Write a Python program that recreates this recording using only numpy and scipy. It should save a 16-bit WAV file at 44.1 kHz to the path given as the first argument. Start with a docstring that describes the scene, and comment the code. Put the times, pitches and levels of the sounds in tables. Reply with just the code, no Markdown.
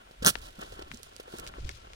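"""A dirt path by a quiet garden: someone walks along it, phone in hand. Something, probably the jacket, catches
close to the right microphone port and slips free in one short rasp of stick-slip hiss, kicks and squeak.
Soft footfalls and bumps (damped thuds), gritty rustling (dense coloured grains) and sharp clicks of gravel
(short resonances) follow. Low noise makes the air that buffets the phone as an arm swings up, and faint
wavering hiss makes the garden."""
import sys
import numpy as np
from scipy import signal
from scipy.fft import rfft, irfft
from scipy.io import wavfile
from scipy.ndimage import uniform_filter1d

SR = 44100
rng = np.random.default_rng(int(sys.argv[2]) if len(sys.argv) > 2 else 0)


def dump_mix(stems):
    """Bounce the given channels to the path in sys.argv[1] as a 16-bit WAV at rate SR."""
    frames = np.atleast_2d(stems).T  # one column per channel
    limited = np.clip(frames, -1, 1)  # hard clip at full scale
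    pcm = np.round(limited * 32767).astype(np.int16)
    wavfile.write(sys.argv[1], SR, pcm)


N = 85995

# spectrum of gritty rustle, also the grit on top of each bump: f/Hz, relative level/dB
GRIT_COLOUR = [(300, -10.5), (2300, -6.5), (3000, 1.5), (4400, 0.5), (6000, -2.5), (7200, -5), (10500, -6),
               (13000, -12.5), (16000, -12.5)]


def amp(db):
    """Decibels to gain."""
    return 10 ** (np.asarray(db) / 20)


def unit(x):
    """Scale to rms 1."""
    return x / np.sqrt(np.mean(x ** 2))


def curve(rows):
    """Gain over time, drawn straight in dB through (t/s, level/dB) points."""
    return amp(np.interp(np.arange(N) / SR, *np.array(rows).T))


def gains(points):
    """Gain at each frequency from (f/Hz, level/dB) points, interpolated over log frequency."""
    hz, db = np.array(points).T
    bin_hz = np.arange(N // 2 + 1) * SR / N
    return amp(np.interp(np.log(bin_hz + 1), np.log(hz), db))


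def colour(x, points):
    """Give a sound a spectrum, at rms 1."""
    return unit(irfft(rfft(x) * gains(points), N))


def ring(x, hz, width_hz):
    """One damped resonance: a two-pole bandpass."""
    w = 2 * np.pi * min(hz, SR / 2 - 1) / SR
    a = np.sin(w) * width_hz / hz / 2
    return signal.lfilter([a, 0, -a], [1 + a, -2 * np.cos(w), 1 - a], x)


def noise():
    """White noise."""
    return rng.standard_normal(N)


def smooth_twice(x, size):
    """Slow random drift: two moving averages, at rms 1."""
    return unit(uniform_filter1d(uniform_filter1d(x, size=size), size=size))


def grains(spread_db):
    """Dense tiny impacts of random sign and uneven size, whose strength swells in flurries."""
    grains_per_s, flicker_db = 5000, 3.5
    flurry = smooth_twice(noise(), 400)
    size = np.minimum(rng.exponential(size=N), 4)
    hits = rng.random(N) < grains_per_s / SR
    return np.sign(noise()) * hits * amp(spread_db * size + flicker_db * flurry)


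def ports(x, scattered, spread):
    """A sound from the right reaches the left port later and duller, its treble partly scattered."""
    # shading of the left port from sounds on the right: f/Hz, level/dB
    shade = [(60, -1.5), (1400, 2.5), (2600, 0), (4400, -9.5), (8100, -11.5), (15000, -26.5)]
    # how late they reach it: f/Hz, delay/s
    port_lag = [(100, .00025), (450, .0006), (1100, .00058), (1350, .00016), (1850, .00016),
                (2200, .000225), (2600, .000195), (6000, .00016)]
    scatter_hz, scatter_edge_hz = 3100, 350
    hz = np.arange(N // 2 + 1) * SR / N
    lag_s = np.interp(hz, *np.array(port_lag).T)
    share = np.clip(spread, 0, 1) * (1 + np.tanh((hz - scatter_hz) / scatter_edge_hz)) / 2
    right = rfft(x)
    # the power stays the same while scattered sound replaces direct sound
    left = np.sqrt(1 - share ** 2) * right + share * rfft(scattered)
    left = left * gains(shade) * np.exp(-2j * np.pi * hz * lag_s)
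    return irfft(np.array([left, right]), N)


def rasp():
    """Stick and slip: each slip bursts into rough hiss and kicks the phone's body; a squeak swells midway."""
    # force of the rub: t/s, level/dB
    rub_force = [(.243, -44.5), (.249, -10.5), (.257, -19), (.264, -10.5), (.274, -11.5), (.284, -15),
                 (.298, -21.5), (.305, -25.5), (.315, -44.5), (.35, -70), (.40, -62), (.45, -85)]
    # spectrum of the hiss: f/Hz, relative level/dB
    hiss_colour = [(300, -7.5), (1000, -6), (1650, -3), (1900, -10), (2450, -0.5), (3050, 5), (4400, 3.5),
                   (4850, 0), (5900, 4.5), (6800, -4.5), (8000, 3.5), (9000, 5.5), (11000, 3), (13000, -4),
                   (16000, -1)]
    # response of the phone's body: f/Hz, level/dB
    body_colour = [(40, -23), (100, 4), (175, -0.5), (400, -8.5), (700, 1.5), (850, -0.5), (1000, -6),
                   (1300, 1.5), (1650, 0.5), (2000, -11), (6000, -51)]
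    # slips come faster and last longer until they merge
    start_s, gap_s, first_extra_s, extra_share = .2482, .0053, 0.002626, 0.292
    length_s, growth_s, edge_s = .0008, .00056, .0008
    stuck_share, rough_db = .07, 0.6
    kick_db, kick_s = -12.5, 0.00021
    squeak_hz, squeak_width_hz, squeak_s, squeak_length_s, squeak_db = 5930, 350, .2635, 0.0061, 3.5
    body_db, body_peak_s, body_length_s, body_stuck = -24.5, 0.2668, 0.024, 0.42

    t = np.arange(N) / SR
    slipping, kicks = np.zeros(N), np.zeros(N)
    for k in range(16):
        # time inside the slip, negative outside it
        inside_s = np.minimum(t - start_s, start_s + length_s + k * growth_s - t)
        slipping = np.maximum(slipping, (1 + np.tanh(2 * inside_s / edge_s)) / 2)
        kicks -= np.exp(-((t - start_s) / kick_s) ** 2)
        start_s += gap_s + first_extra_s * extra_share ** k

    rough = unit(amp(rough_db * unit(uniform_filter1d(noise(), size=20))))
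    force = curve(rub_force) * (slipping + stuck_share) * rough
    squeak = amp(squeak_db) * np.exp(-np.abs(t - squeak_s) / squeak_length_s)
    pressure = np.exp(-((t - body_peak_s) / body_length_s) ** 2)
    body = amp(body_db) * pressure * (body_stuck + slipping)
    thumps = irfft(rfft(amp(kick_db) * pressure * kicks) * gains(body_colour), N)

    def rub():
        """One take on the rub's noise, under the shared slip pattern and kicks."""
        hiss = colour(noise(), hiss_colour)
        hiss = hiss + squeak * unit(ring(noise(), squeak_hz, squeak_width_hz))
        return force * hiss + body * colour(noise(), body_colour) + thumps

    return ports(rub(), rub(), RASP_SPREAD)


def bumps():
    """Soft contacts: a quickly damped thud, a dull crunch around its pitch and a little grit on top."""
    # footfalls and soft bumps: t/s, overall level/dB, pitch f/Hz, decay/s, relative grit level/dB
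    contacts = [(0.1102, -32.5, 390, 0.0011, -15.5), (0.2228, -24, 236, 0.0022, -9),
                (0.227, -30.5, 464, 0.0037, -1), (0.302, -32, 129, 0.0057, -25),
                (0.584, -36, 202, 0.0061, -30), (0.721, -38, 480, 0.006, -4.5),
                (0.791, -34.5, 405, 0.0038, -9.5), (0.818, -35, 372, 0.004, -19),
                (0.908, -41, 140, 0.017, -31), (0.936, -38.5, 235.5, 0.012, -3),
                (0.999, -43, 424, 0.0035, -14), (1.1978, -30.5, 448, 0.0023, -7),
                (1.277, -37, 500, 0.0047, -18), (1.3374, -26, 337, 0.0026, -22),
                (1.651, -29, 52.7, 0.015, -50), (1.464, -50, 426, 0.0017, -19),
                (1.582, -34.5, 368, 0.004, -24), (1.649, -37, 52.6, 0.019, -46)]
    attack_s, grit_decay_s = 0.0016, 0.0068
    thud_db, crunch_db = -5, -6
    t, out = np.arange(N) / SR, np.zeros(N)
    for start_s, db, hz, decay_s, grit_db in contacts:
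        age = np.maximum(t - start_s, 0)
        rise = 1 - np.exp(-age / attack_s)
        push = rise * np.exp(-age / decay_s)
        thud = np.sin(2 * np.pi * hz * age) * push / push.max()
        width_hz = 2 * hz * 0.74
        # the tiny offset keeps the filter out of denormal numbers
        crunch = ring(ring(noise() * push + 1e-18, hz, width_hz), hz, width_hz)
        crunch = crunch / np.abs(crunch).max()
        grit = colour(noise(), GRIT_COLOUR) * rise * np.exp(-age / grit_decay_s)
        out += amp(db) * (amp(thud_db) * thud + amp(crunch_db) * crunch + amp(grit_db) * grit)
    return ports(out, out * 0, 0)


def clicks():
    """Single snaps with a very short ring, a faint knock and a crumbling tail; the nearer port hears them first."""
    # sharp clicks of grit and small taps:
    # t/s, snap level/dB, pitch f/Hz, width f/Hz, left over right/dB
    snaps = [(.0745, -42, 720, 795, 12), (0.3547, -14, 1880, 1620, 42), (0.3563, -26, 443, 623, 9),
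             (0.5917, -33.5, 9000, 12000, -14), (.7205, -36, 5930, 8000, -10),
             (.824, -27.5, 3860, 2760, -8), (0.9156, -21.5, 1820, 1460, 38),
             (0.945, -27.5, 6100, 2500, -11), (.973, -29.5, 6200, 3500, -10),
             (1.032, -20.5, 6200, 8840, -10), (1.1645, -23.5, 4930, 5560, -8),
             (1.386, -20.5, 7200, 10000, -11), (1.3981, -18.5, 6200, 10000, -9),
             (1.466, -26, 2600, 4470, 2), (1.475, -23.5, 3800, 4000, -2), (1.483, -30, 4140, 4030, -6),
             (1.539, -30.5, 1400, 900, 18), (1.6924, -20.5, 4760, 4940, -7), (1.6925, -29.5, 3270, 804, -5),
             (1.6921, -24.5, 1990, 550, 7), (1.7546, -36, 4970, 4950, 14), (1.934, -30, 2200, 3800, 2.5)]
    far_lag_s = .00036
    tail_db, tail_s = -24.5, 0.0035
    knock_db, knock_hz = -28, 480
    t, out = np.arange(N) / SR, np.zeros((2, N))
    for start_s, db, hz, width_hz, pan_db in snaps:
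        for channel, side in enumerate((1, -1)):  # left, right
            far = side * pan_db < 0
            at = int(np.clip((start_s + far * far_lag_s) * SR, 0, N - 1))
            blow = 1. * (np.arange(N) == at)
            fade = (t > t[at]) * np.exp(-np.abs(t - t[at]) / tail_s)
            snap = blow + amp(tail_db) * noise() * fade + 1e-18
            for _ in range(3):
                snap = ring(snap, hz, 2 * width_hz)
            knock = ring(ring(blow + 1e-18, knock_hz, knock_hz), knock_hz, knock_hz)
            click = snap / np.abs(snap).max() + amp(knock_db) * knock / np.abs(knock).max()
            out[channel] += amp(db - far * abs(pan_db)) * click
    return out


def rustling():
    """Soles scuff the dirt and clothes rustle as coloured grains; at the end a sleeve swings up on the left."""
    # treble rustle: t/s, level/dB
    rustle_level = [(.2, -79.5), (.31, -49), (.41, -54.5), (.46, -46), (.51, -60), (.595, -55.5),
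                    (.625, -42.5), (.70, -53.5), (.79, -56), (.86, -61), (.96, -53), (1.01, -58.5),
                    (1.07, -53.5), (1.22, -65), (1.33, -50), (1.385, -44.5), (1.425, -58), (1.468, -53.5),
                    (1.478, -39), (1.50, -62), (1.7, -60), (1.9, -68)]
    # scuffing: t/s, level/dB
    scuff_level = [(.2, -58), (.39, -56), (.45, -53), (.53, -57.5), (.63, -42), (.70, -53.5), (.78, -48.5),
                   (.84, -51), (.89, -54), (.96, -60), (1.13, -58), (1.25, -52), (1.35, -47), (1.42, -50),
                   (1.46, -44.5), (1.50, -50), (1.66, -59.5), (1.695, -46.5), (1.74, -58), (1.93, -56)]
    # swinging sleeve: t/s, level/dB
    sleeve_level = [(1.5, -94), (1.6, -54), (1.66, -56), (1.71, -50), (1.78, -54.5), (1.86, -64.5),
                    (1.95, -59)]
    # spectra of scuffing and sleeve: f/Hz, relative level/dB
    scuff_colour = [(60, -19), (150, -5), (380, -1), (560, -2.5), (780, 0.5), (1000, -3), (1400, -3.5),
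                    (2100, -16), (3000, -6.5), (6000, -40)]
    sleeve_colour = [(500, -37.5), (1800, -1), (3000, 2), (5500, 2), (8000, -8), (12000, -25), (16000, -30)]

    # a direct and a scattered version of each
    fine = [curve(rustle_level) * colour(grains(4), GRIT_COLOUR) for _ in range(2)]
    coarse = [curve(scuff_level) * colour(grains(3), scuff_colour) for _ in range(2)]
    cloth_left, cloth_right = [colour(grains(4.5), sleeve_colour) for _ in range(2)]
    sleeve = curve(sleeve_level) * np.array([cloth_left, amp(-15.5) * cloth_right])
    return ports(*fine, RUSTLE_SPREAD) + ports(*coarse, SCUFF_SPREAD) + sleeve


def outdoors():
    """Low buffeting noise, nearly alike on both ports, over the faint wavering hiss of the garden."""
    # buffeting air: t/s, level/dB
    air_level = [(0, -61.5), (.17, -65), (.225, -43), (.31, -64), (.36, -48.5), (.49, -51), (.55, -57.5),
                 (.73, -50.5), (.95, -52.5), (1.15, -61), (1.3, -60.5), (1.39, -53), (1.5, -51.5),
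                 (1.61, -42.5), (1.66, -35.5), (1.72, -45.5), (1.85, -55.5), (1.95, -52)]
    # spectra of air and garden: f/Hz, relative level/dB
    air_colour = [(12, -7.5), (28, -3), (48, 0), (75, -7.5), (120, -12), (220, -34), (600, -50),
                  (2000, -100)]
    garden_colour = [(30, -10), (100, -16), (250, -10), (500, 4.5), (1200, -6), (2000, 0.5), (3200, 0),
                     (5000, -7.5), (9000, -12.5), (16000, -29.5)]
    air_spread, waver_db, garden_db = 0.09, 0.5, -61
    waver = amp(waver_db * smooth_twice(noise(), 1200))
    garden = waver * np.array([colour(noise(), garden_colour) for _ in range(2)])
    mid = colour(noise(), air_colour)
    side = air_spread * colour(noise(), air_colour)
    return curve(air_level) * np.array([mid + side, mid - side]) + amp(garden_db) * garden


# scattered share of the treble at the left port, 0 to 1
RASP_SPREAD, RUSTLE_SPREAD, SCUFF_SPREAD = 0.67, 1, 0.66


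def scene():
    """All near sounds, with a faint decaying scatter from the fence and bushes, over the outdoor air."""
    echo_db, echo_decay_s = -27.5, .035
    near = rasp() + bumps() + clicks() + rustling()
    fade = np.exp(-np.arange(SR // 2) / SR / echo_decay_s)
    scatter = rng.standard_normal((2, SR // 2)) * fade
    scatter = scatter / np.sqrt(np.sum(scatter[0] ** 2))
    echo = signal.fftconvolve(near, scatter, axes=1)[:, :N]
    return near + amp(echo_db) * echo + outdoors()


def record(dry):
    """The phone rounds the highest peaks and cuts the top above 16 kHz with a steep lowpass."""
    rounded = 1.1 * np.tanh(dry / 1.1)
    lowpass = signal.ellip(10, .2, 80, 16000, fs=SR, output="sos")
    return signal.sosfilt(lowpass, rounded)


dry = scene()
out = record(dry)
dump_mix(out)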